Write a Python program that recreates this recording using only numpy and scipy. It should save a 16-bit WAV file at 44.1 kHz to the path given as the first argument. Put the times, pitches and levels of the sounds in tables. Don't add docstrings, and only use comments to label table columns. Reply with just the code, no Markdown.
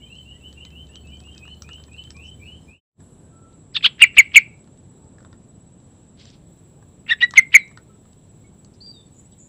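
import sys
import numpy as np
from scipy import signal
from scipy.fft import rfft, irfft, next_fast_len
from scipy.io import wavfile
from scipy.ndimage import uniform_filter1d, map_coordinates

SR = 44100
rng = np.random.default_rng(int(sys.argv[2]) if len(sys.argv) > 2 else 0)


def file_out(sig):
    cols = np.atleast_2d(sig).T
    lim = np.clip(cols, -1, 1)
    pcm = np.round(lim * 32767).astype(np.int16)
    wavfile.write(sys.argv[1], SR, pcm)


def elevation(decibels):
    levels = np.asarray(decibels, float)
    return 10 ** (levels / 20)


N = 418068


def unit(x):
    return x / np.sqrt(np.mean(x ** 2) + 1e-20)


def along(points, hz):
    point_hz, value = np.transpose(points)
    return np.interp(np.log(hz + 1), np.log(point_hz + 1), value)


def curves(rows, t):
    s, *columns = np.transpose(rows)
    return [np.interp(t, s, column) for column in columns]


def wobble(rate, size=N):
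    knots = rng.standard_normal(size=1000)
    return map_coordinates(knots, [np.arange(size) * rate / SR], mode="mirror")


def noise(response, size=N):
    m = next_fast_len(size)
    spectrum = rfft(rng.standard_normal(m)) * response(np.fft.rfftfreq(m, 1 / SR))
    return unit(irfft(spectrum, m)[:size])


def add(track, s, sound):
    part = track[round(s * SR):][:len(sound)]
    part += sound[:len(part)]


# pitch in Hz, time to die by 60 dB in seconds
GARDEN_DECAY = [(500, 0.5), (2200, .33), (3300, 0.29), (4300, .24), (8000, .22)]


def echoes(x, slow):
    seed = rng.standard_normal(int(SR * np.clip(slow / 2, .15, .5)))
    hz, t, z = signal.stft(seed, SR, nperseg=256)
    decay = elevation(-60 * t / (slow * along(GARDEN_DECAY, hz)[:, None]))
    tail = signal.istft(z * decay, SR, nperseg=256)[1]
    return signal.fftconvolve(np.pad(x, (300, 0)), tail / np.linalg.norm(tail))


# time in seconds, voice pitch in Hz, effort in dB
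ARCHES = [
    [(3.745, 1330, -36), (3.752, 1700, -29), (3.757, 1870, -15), (3.761, 1600, -26), (3.764, 1460, -19),
     (3.768, 1200, -10), (3.772, 960, -21), (3.774, 900, -16), (3.783, 830, -36)],
    [(3.825, 1000, -34), (3.840, 1150, -22), (3.844, 1250, -10), (3.850, 1660, -6.5), (3.858, 1420, -6.5),
     (3.860, 1240, -12), (3.863, 1100, -2), (3.868, 850, -13), (3.878, 760, -30)],
]
# time in seconds, voice pitch in Hz, effort in dB
HOOTS = [
    [(7.084, 950, -36), (7.102, 915, -15.5), (7.106, 870, -19), (7.112, 905, -11), (7.118, 945, -10),
     (7.123, 965, -6.5), (7.134, 840, -21), (7.136, 900, -13), (7.141, 900, -34)],
    [(7.205, 950, -32), (7.220, 950, -14), (7.224, 885, -16), (7.227, 960, -8.5), (7.234, 970, -6),
     (7.242, 975, -5.5), (7.248, 975, -12), (7.252, 970, -22), (7.258, 970, -34)],
]
# time in seconds, voice pitch in Hz, effort in dB
CHOPS = [
    [(4.001, 930, -30), (4.017, 930, -12), (4.020, 1080, -3), (4.0225, 1450, 5.5), (4.031, 1350, 4),
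     (4.0325, 1220, -4), (4.040, 1165, 5), (4.045, 1000, -9), (4.051, 950, -24)],
    [(4.166, 1100, -33), (4.1755, 1300, -7), (4.180, 940, -11), (4.1835, 1460, 5), (4.1865, 1330, -2),
     (4.188, 1170, 7), (4.202, 1090, 1), (4.208, 1015, -6), (4.213, 1015, -23)],
    [(4.340, 1000, -33), (4.351, 1450, -10), (4.355, 1760, -18), (4.3595, 1090, 1), (4.3625, 1070, -1),
     (4.3645, 1440, 4), (4.368, 1195, 7), (4.382, 1080, 2), (4.388, 1020, -17)],
]
# time in seconds, voice pitch in Hz, effort in dB
LAST_CHOPS = [
    [(7.356, 1020, -28), (7.367, 1000, -25), (7.370, 1470, -20), (7.375, 1190, -10), (7.379, 1100, 4),
     (7.383, 1050, 5), (7.394, 1039, 0), (7.399, 1034, -20)],
    [(7.527, 1000, -36), (7.538, 1000, -29), (7.540, 1700, -23), (7.545, 1030, 1), (7.547, 900, -12),
     (7.551, 1190, 6), (7.558, 1103, 7.5), (7.568, 1025, -1), (7.572, 1030, -20)],
]
# resting pitch at the start in Hz, at the end in Hz,
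# odd harmonics at full effort in dB, time the voice clears in seconds
THROATS = [
    (3900, 3300, .8, 3.753),
    (3200, 3300, .9, 3.841),
    (2840, 2450, -30, 7.105),
    (2950, 2300, -29.5, 7.222),
    (2900, 2100, -18, 4.019),
    (2100, 2900, -20, 4.174),
    (2800, 2400, -25, 4.348),
    (2560, 2100, -26, 7.368),
    (2800, 1800, -28.5, 7.539),
]
# delay in seconds, level in dB
WALLS = [(.006, -28), (.012, -21), (.015, -26)]


def song():
    out, direct, k = np.zeros(N), np.zeros(N), np.arange(1, 11)[:, None]
    # share of the throat tied to harmonic 2 (0-1), gain of odd harmonics per dB below the peak
    kinds = [(ARCHES, (.0067, .02)), (HOOTS, (.0076, .25)), (CHOPS + LAST_CHOPS, (.7, .4))]
    notes = [(note, kind) for group, kind in kinds for note in group]
    for (note, kind), rest in zip(notes, THROATS):
        t, hz, db, throat_hz, odd_db, rasp = note_voice(note, *rest, *kind)
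        partial_hz = k * hz
        off = partial_hz / throat_hz
        throat = off ** .92 / ((1 - off ** 2) ** 2 + (.3 * off) ** 2) ** .8
        throat = throat / (1 + (partial_hz / 5200) ** 6) ** .68
        beak_dip_db = -8 * np.exp(-((partial_hz - 5700) / 600) ** 2)
        size = throat * elevation(odd_db * (k % 2) - .8 * k + beak_dip_db)
        size = size / np.linalg.norm(size, axis=0)
        size = size / (1 + (900 / partial_hz) ** 5)
        flutter = np.array([wobble(1400, size=len(t)) + 1j * wobble(1400, size=len(t)) for _ in k])
        swing = (1 + 1.9 * rasp * flutter) * np.exp(2j * np.pi * k * np.cumsum(hz) / SR)
        voice = elevation(db) * signal.windows.tukey(len(t), .04) * np.sum(size * swing.real, axis=0)
        add(direct, t[0], voice)
        add(out, t[0], elevation(-31) * echoes(voice, slow=.97))
        add(out, t[0], elevation(-26) * echoes(voice, slow=.43))
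        for lag, wall_db in WALLS:
            add(out, t[0] + lag, elevation(wall_db) * voice)
    air = soft_rush(direct)
    return out + direct + air + elevation(-15) * echoes(air, slow=.42)[:N]


def note_voice(note, throat0_hz, throat1_hz, odd_full_db, clear_s, tied, odd_gain):
    t = np.arange(note[0][0], note[-1][0], 1 / SR)
    hz, db = (uniform_filter1d(c, size=25) for c in curves(note, t))
    croak = np.clip((clear_s - t) / .002 + .5, 0, 1)
    below = db.max() - db
    share = tied * (1 - croak)
    rest_hz = np.linspace(throat0_hz, throat1_hz, len(t))
    throat_hz = share * 2 * hz + (1 - share) * rest_hz
    clear_odd_db, croak_odd_db = np.minimum(odd_full_db + odd_gain * below, 3), .3
    odd_db = (1 - croak) * clear_odd_db + croak * croak_odd_db
    rasp = .013 + .13 * croak + .004 * below
    return t, hz, db, throat_hz, odd_db, rasp


def soft_rush(voice):
    push = uniform_filter1d(np.abs(voice), size=200)
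    lead = signal.lfilter([.004], [1, -.9962], push[::-1])[::-1]
    band = noise(lambda f: np.exp(-(np.log((f + 1) / 2600) / .55) ** 2))
    level = elevation(-24) * np.maximum(lead - push, 0) + elevation(-30) * push
    return level * elevation(4 * wobble(300)) * band


# start in seconds, length in seconds, level in dB
RISING = [(0, .045, -47), (.082, .12, -51), (.24, .11, -51), (.394, .115, -51.5), (.553, .11, -49.5),
          (.709, .115, -50.5), (.872, .12, -51.5), (1.036, .115, -52), (1.208, .135, -51),
          (1.398, .15, -50), (1.622, .185, -49.5), (1.884, .17, -49), (2.138, .185, -49), (2.392, .18, -50),
          (2.666, .185, -49)]
# start in seconds, length in seconds, pitch in Hz, level in dB
PEEPS = [(.01, 0.018, 2264, -57), (.06, .025, 2450, -56), (.57, .034, 2434, -60), (.65, 0.028, 2040, -62),
         (.89, 0.027, 1780, -60), (.95, 0.11, 4350, -70), (1.11, .07, 4470, -74), (1.11, .045, 2415, -55.5),
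         (1.18, .03, 3200, -60), (1.357, .032, 2560, -52), (1.2, .06, 730, -62), (2.15, .04, 1110, -61),
         (3.17, .22, 1570, -71.5), (3.3, 0.23, 1330, -60.5), (5.0, 0.086, 878, -66),
         (6.77, 0.031, 813, -59.5), (7.89, 0.06, 1310, -59), (8.44, 0.026, 2203, -60.5),
         (8.86, 0.017, 3550, -58), (9.04, 0.061, 4480, -70)]
# start in seconds, length in seconds, first pitch in Hz,
# last pitch in Hz, level in dB
GLIDES = [
    (.33, .06, 1900, 2010, -63),
    (3.738, .012, 4850, 5150, -46),
    (7.573, .075, 4170, 3740, -47.5),
    (8.804, .02, 4070, 4650, -44.5),
    (8.809, .06, 4600, 4790, -41),
    (8.855, 0.07, 4790, 4610, -40),
    (8.93, .09, 3870, 3490, -50.5),
]
# start in seconds, length in seconds, first pitch in Hz,
# last pitch in Hz, level in dB
FLOCK = [
    (.07, .09, 3900, 4340, -71),
    (1.45, .1, 3950, 4500, -70),
    (1.93, .09, 3920, 4300, -73),
    (2.25, 0.087, 3850, 3700, -81),
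    (2.33, 0.054, 3520, 3420, -79),
    (2.41, 0.064, 4480, 4210, -71),
    (2.43, .06, 5200, 4840, -79),
    (2.49, .1, 4020, 4320, -79),
    (2.615, 0.046, 5060, 5200, -80),
]


def far_birds():
    top_hz, rise_hz_per_s = 3070, 3800
    rising = [(s, length, top_hz - rise_hz_per_s * length, top_hz, db) for s, length, db in RISING]
    level = [(s, length, hz, hz, db) for s, length, hz, db in PEEPS]

    def s_curve(u):
        return np.sin(np.pi / 2 * np.minimum(u / .8, 1)) ** 1.8

    def straight(u):
        return u

    slides = whistles(rising, s_curve, shake=.013, wet_db=6, slow=.75, grow_db=3)
    glides = whistles(GLIDES, straight, shake=.004, wet_db=-7, slow=1.1)
    flock = whistles(FLOCK, straight, shake=.02, wet_db=4, slow=2.2)
    peeps = whistles(level, straight, shake=.006, wet_db=-4, slow=.7)
    return slides + glides + flock + peeps


def whistles(rows, bend, shake, wet_db, slow, grow_db=0):
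    out = np.zeros(N)
    for s, length, hz0, hz1, db in rows:
        u = np.arange(int(length * SR)) / (length * SR)
        hz = (hz0 + (hz1 - hz0) * bend(u)) * (1 + shake * wobble(90, size=len(u)))
        swell = np.sin(np.pi * u) ** .6 * elevation(350 * shake * wobble(110, size=len(u)))
        note = elevation(db + grow_db * (u - 1)) * swell * np.sin(2 * np.pi * np.cumsum(hz) / SR)
        add(out, s, note)
        wet = echoes(note, slow)
        add(out, s, elevation(wet_db) * wet * np.linalg.norm(note) / np.linalg.norm(wet))
    return out


# first chirp in seconds, last in seconds, seconds per chirp, level in dB
BOUTS = [
    (.045, .66, .0606, -56),
    (.887, 1.44, .0605, -54.5),
    (1.621, 2.46, .0597, -53.5),
    (2.698, 2.77, .06, -56),
    (3.003, 6.14, .0591, -57.5),
    (6.46, 8.65, .059, -58),
    (8.878, 9.13, .06, -56),
    (9.187, 9.4, .064, -54),
]


def crickets():
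    t, gate = np.arange(N) / SR, np.zeros(N)
    chirp_s = .036
    chirp = np.sin(np.pi * np.arange(int(chirp_s * SR)) / (chirp_s * SR)) ** .8
    for first, last, period, db in BOUTS:
        for s in np.arange(first, last, period):
            add(gate, s - .004, elevation(db) * chirp)
    near = gate * elevation(2.2 * wobble(25)) * np.sin(2 * np.pi * 7865 * t + .6 * wobble(40))
    trill_db = -71.5 - 4.8 * (t < 2.9) + 4.5 * wobble(25)
    trill = elevation(trill_db) * np.sin(2 * np.pi * 7360 * t + .8 * wobble(30))
    chorus = elevation(-67.5 + 1.2 * wobble(4.1)) * noise(lambda f: np.exp(-((f - 7700) / 420) ** 2))
    return near + trill + chorus


# time in seconds, peak level in dB
CLAWS = [(.4116, -56), (.651, -30.5), (.7049, -44), (.87, -47), (.89, -51), (.9344, -50), (.9563, -30),
         (1.0726, -44), (1.2028, -36), (1.2372, -46), (1.3305, -49), (1.3794, -33), (1.8383, -35.5),
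         (1.9326, -44), (2.0384, -37.5), (3.5294, -54), (4.5788, -56), (4.592, -52), (4.6426, -55),
         (4.7748, -52), (5.802, -53.5), (6.0325, -55), (6.1746, -53), (6.1981, -44.5), (6.223, -42),
         (8.1314, -47.5), (9.3232, -50)]
# time in seconds, peak level in dB
BARS = [(.5278, -36), (.154, -48), (1.1025, -50), (1.17, -51), (1.3489, -41), (1.546, -51), (1.6213, -25.5),
        (1.7326, -37.5), (2.1052, -27), (2.1666, -39), (5.0432, -57), (5.125, -59), (6.2545, -35),
        (6.302, -40), (6.312, -47), (6.5747, -55.5), (7.309, -27), (7.6794, -44), (8.6472, -38),
        (8.7385, -58.5)]
# time in seconds, peak level in dB
KNOCKS = [(1.272, -56), (1.362, -54), (1.4532, -52), (1.4787, -46), (1.6907, -40), (1.7825, -55),
          (1.8, -54), (1.965, -56), (1.8817, -52), (2.0743, -55), (3.004, -54.5), (4.6755, -53.5),
          (5.1839, -51), (5.2053, -52.5), (5.2278, -54), (5.2487, -46.5), (5.3291, -45), (6.8262, -53.5),
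          (7.338, -27), (7.7134, -52), (7.7742, -38), (8.0544, -56)]


def ticks():
    out, t = np.zeros(N), np.arange(SR // 40) / SR
    # main pitch in Hz, level of the low modes in dB
    kinds = [(CLAWS, (3800, -16)), (BARS, (5900, -14)), (KNOCKS, (3700, 7))]
    rows = [(*hit, *tone) for hits, tone in kinds for hit in hits]
    for (s, db, hz, low_db), draw in zip(rows, rng.random((len(rows), 12))):
        spread = np.append(0, draw[:5] - .5)[:, None]
        modes_hz = hz * 2.5 ** spread
        high_db = -60 * t / .014 - 11 * np.abs(spread) - 3.6 * draw[6:, None]
        high = np.sin(2 * np.pi * modes_hz * t) / (1 + (modes_hz / 7600) ** 8) * elevation(high_db)
        low_hz = 950 + 900 * draw[3:9, None]
        low = np.sin(2 * np.pi * low_hz * t) * elevation(-60 * t / .034 - 13 * draw[:6, None])
        crack = noise(lambda f: np.exp(-((f - 5000) / 2300) ** 4), size=len(t)) * elevation(2.5 - 60 * t / .0081)
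        snap = crack + high.sum(axis=0) + elevation(low_db) * low.sum(axis=0)
        add(out, s, elevation(db - 8.5) * (1 - np.exp(-t / .00021)) * snap)
    return out + elevation(-12) * echoes(out, slow=.35)[:N]


# start in seconds, length in seconds, centre in Hz, width in Hz, level in dB
PUFFS = [
    (2.99, 0.42, 9200, 2200, -72),
    (6.17, 0.23, 3800, 2000, -56.5),
    (8.736, 0.033, 5100, 1204, -64.5),
    (2.24, 0.081, 5700, 790, -63.5),
    (9.142, 0.13, 7100, 280, -56),
    (9.385, 0.11, 7130, 360, -51),
    (9.32, 0.073, 3500, 500, -68.5),
]
# start in seconds, level in dB
LEAD_INS = [(3.727, -61.5), (3.808, -44), (3.981, -45), (3.993, -42), (4.142, -41), (4.317, -41),
            (4.328, -46), (7.064, -48.5), (7.078, -39), (7.187, -46), (7.195, -49), (7.519, -47)]


def puffs():
    out = np.zeros(N)
    clicks = [(s, .01, 2320, 710, db) for s, db in LEAD_INS]
    for s, length, hz, width_hz, db in PUFFS + clicks:
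        u = np.arange(int(length * SR)) / (length * SR)
        grain = elevation(db + 2.6 * wobble(52.5, size=len(u))) * np.sin(np.pi * u ** .51) ** .92
        hiss = noise(lambda f: np.exp(-((f - hz) / width_hz) ** 2), size=SR)
        add(out, s, grain * hiss[:len(u)])
    return out


# time in seconds, firing rate in Hz, level in dB
ENGINE = [(0.0, 61.1, -61), (0.08, 61.5, -57), (0.21, 72.1, -52.5), (0.89, 72.0, -49.5),
          (2.35, 76.0, -49.5), (2.66, 76.1, -54), (2.75, 78.7, -54)]
# pitch in Hz, level in dB per Hz
TRAFFIC = [(12, -46.5), (20, -18.5), (90, 0), (153, 0), (370, -11.5), (967, -25.5), (1800, -36.5),
           (3960, -120)]
# time in seconds, level in dB
PASSING = [(0, -49.5), (1.2, -48.5), (3, -49), (4.5, -49), (9.48, -50.5)]
# pitch in Hz, level in dB per Hz
AIR = [(900, -32.5), (1600, -3.5), (4000, -1), (4600, -9), (8600, -5), (10700, -11), (11500, -21),
       (16000, -35.5)]
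# start in seconds, end in seconds, level in dB
INSECTS = [
    (-.5, 2.7, -81),
    (6.4, 10, -86.5),
]


def background():
    t = np.arange(N) / SR
    hz, db = curves(ENGINE, t)
    beat = np.sin(2 * np.pi * np.cumsum(hz) / SR + .48 * wobble(23))
    roughness = .1 * noise(lambda f: np.exp(-((f - 55) / 20) ** 2))
    engine = elevation(db + 4 + 1.6 * wobble(8.38)) * (beat + roughness) * (t < ENGINE[-1][0] + .1)
    traffic_db = curves(PASSING, t)[0] + .66 * wobble(3.4)
    traffic = elevation(traffic_db) * noise(lambda f: elevation(along(TRAFFIC, f)))
    air_db = -71 + 3 * (t < 2.805)
    hiss = patchy(noise(lambda f: elevation(along(AIR, f))), depth_db=1)
    air = elevation(air_db + .69 * wobble(7.6)) * hiss
    singing = sum(elevation(db) * (t > first) * (t < last) for first, last, db in INSECTS)
    singing = uniform_filter1d(singing, size=8000) + elevation(-97)
    wings = noise(lambda f: np.exp(-((f - 15000) / 500) ** 2) + .3 * np.exp(-((f - 12000) / 900) ** 2))
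    insects = singing * elevation(2.5 * wobble(90) + 3 * wobble(14)) * wings
    return engine + traffic + air + insects


def patchy(x, depth_db):
    z = signal.stft(x, nperseg=512)[2]
    field = uniform_filter1d(rng.standard_normal(z.shape), size=7, axis=0)
    field = uniform_filter1d(field, size=10, axis=1)
    return unit(signal.istft(z * elevation(depth_db * unit(field)), nperseg=512)[1][:N])


def scene():
    return (song() + far_birds() + crickets() + ticks() + puffs() + background())[None]


def band_limit(x):
    return signal.sosfilt(signal.butter(12, 15530, fs=SR, output="sos"), x)


# start in seconds, length in seconds, level in dB
THUMPS = [
    (4.025, 0.0097, -40.5),
    (4.18, 0.012, -30),
    (4.37, 0.014, -47.5),
    (7.386, 0.013, -37),
    (7.554, 0.021, -48),
]


def record(dry):
    bent = dry + .009 * dry ** 2
    flattened = bent / (1 + np.abs(bent / .93) ** 20) ** (1 / 20)
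    for s, length, db in THUMPS:
        add(flattened[0], s, elevation(db) * signal.windows.tukey(int(length * SR), .2))
    t = np.arange(N) / SR
    out_s, out_length_s, in_s, in_db_per_s = 2.805, .11, 3.0, 697
    fade_out = np.clip((out_s - t) / out_length_s, 0, 1) ** 1.5
    fade_in = elevation(np.minimum(in_db_per_s * (t - in_s), 0)) * (t > out_s + .1)
    mix = flattened * elevation(.65) * (fade_out + fade_in)
    return band_limit(mix)


dry = scene()
out = record(dry)
file_out(out)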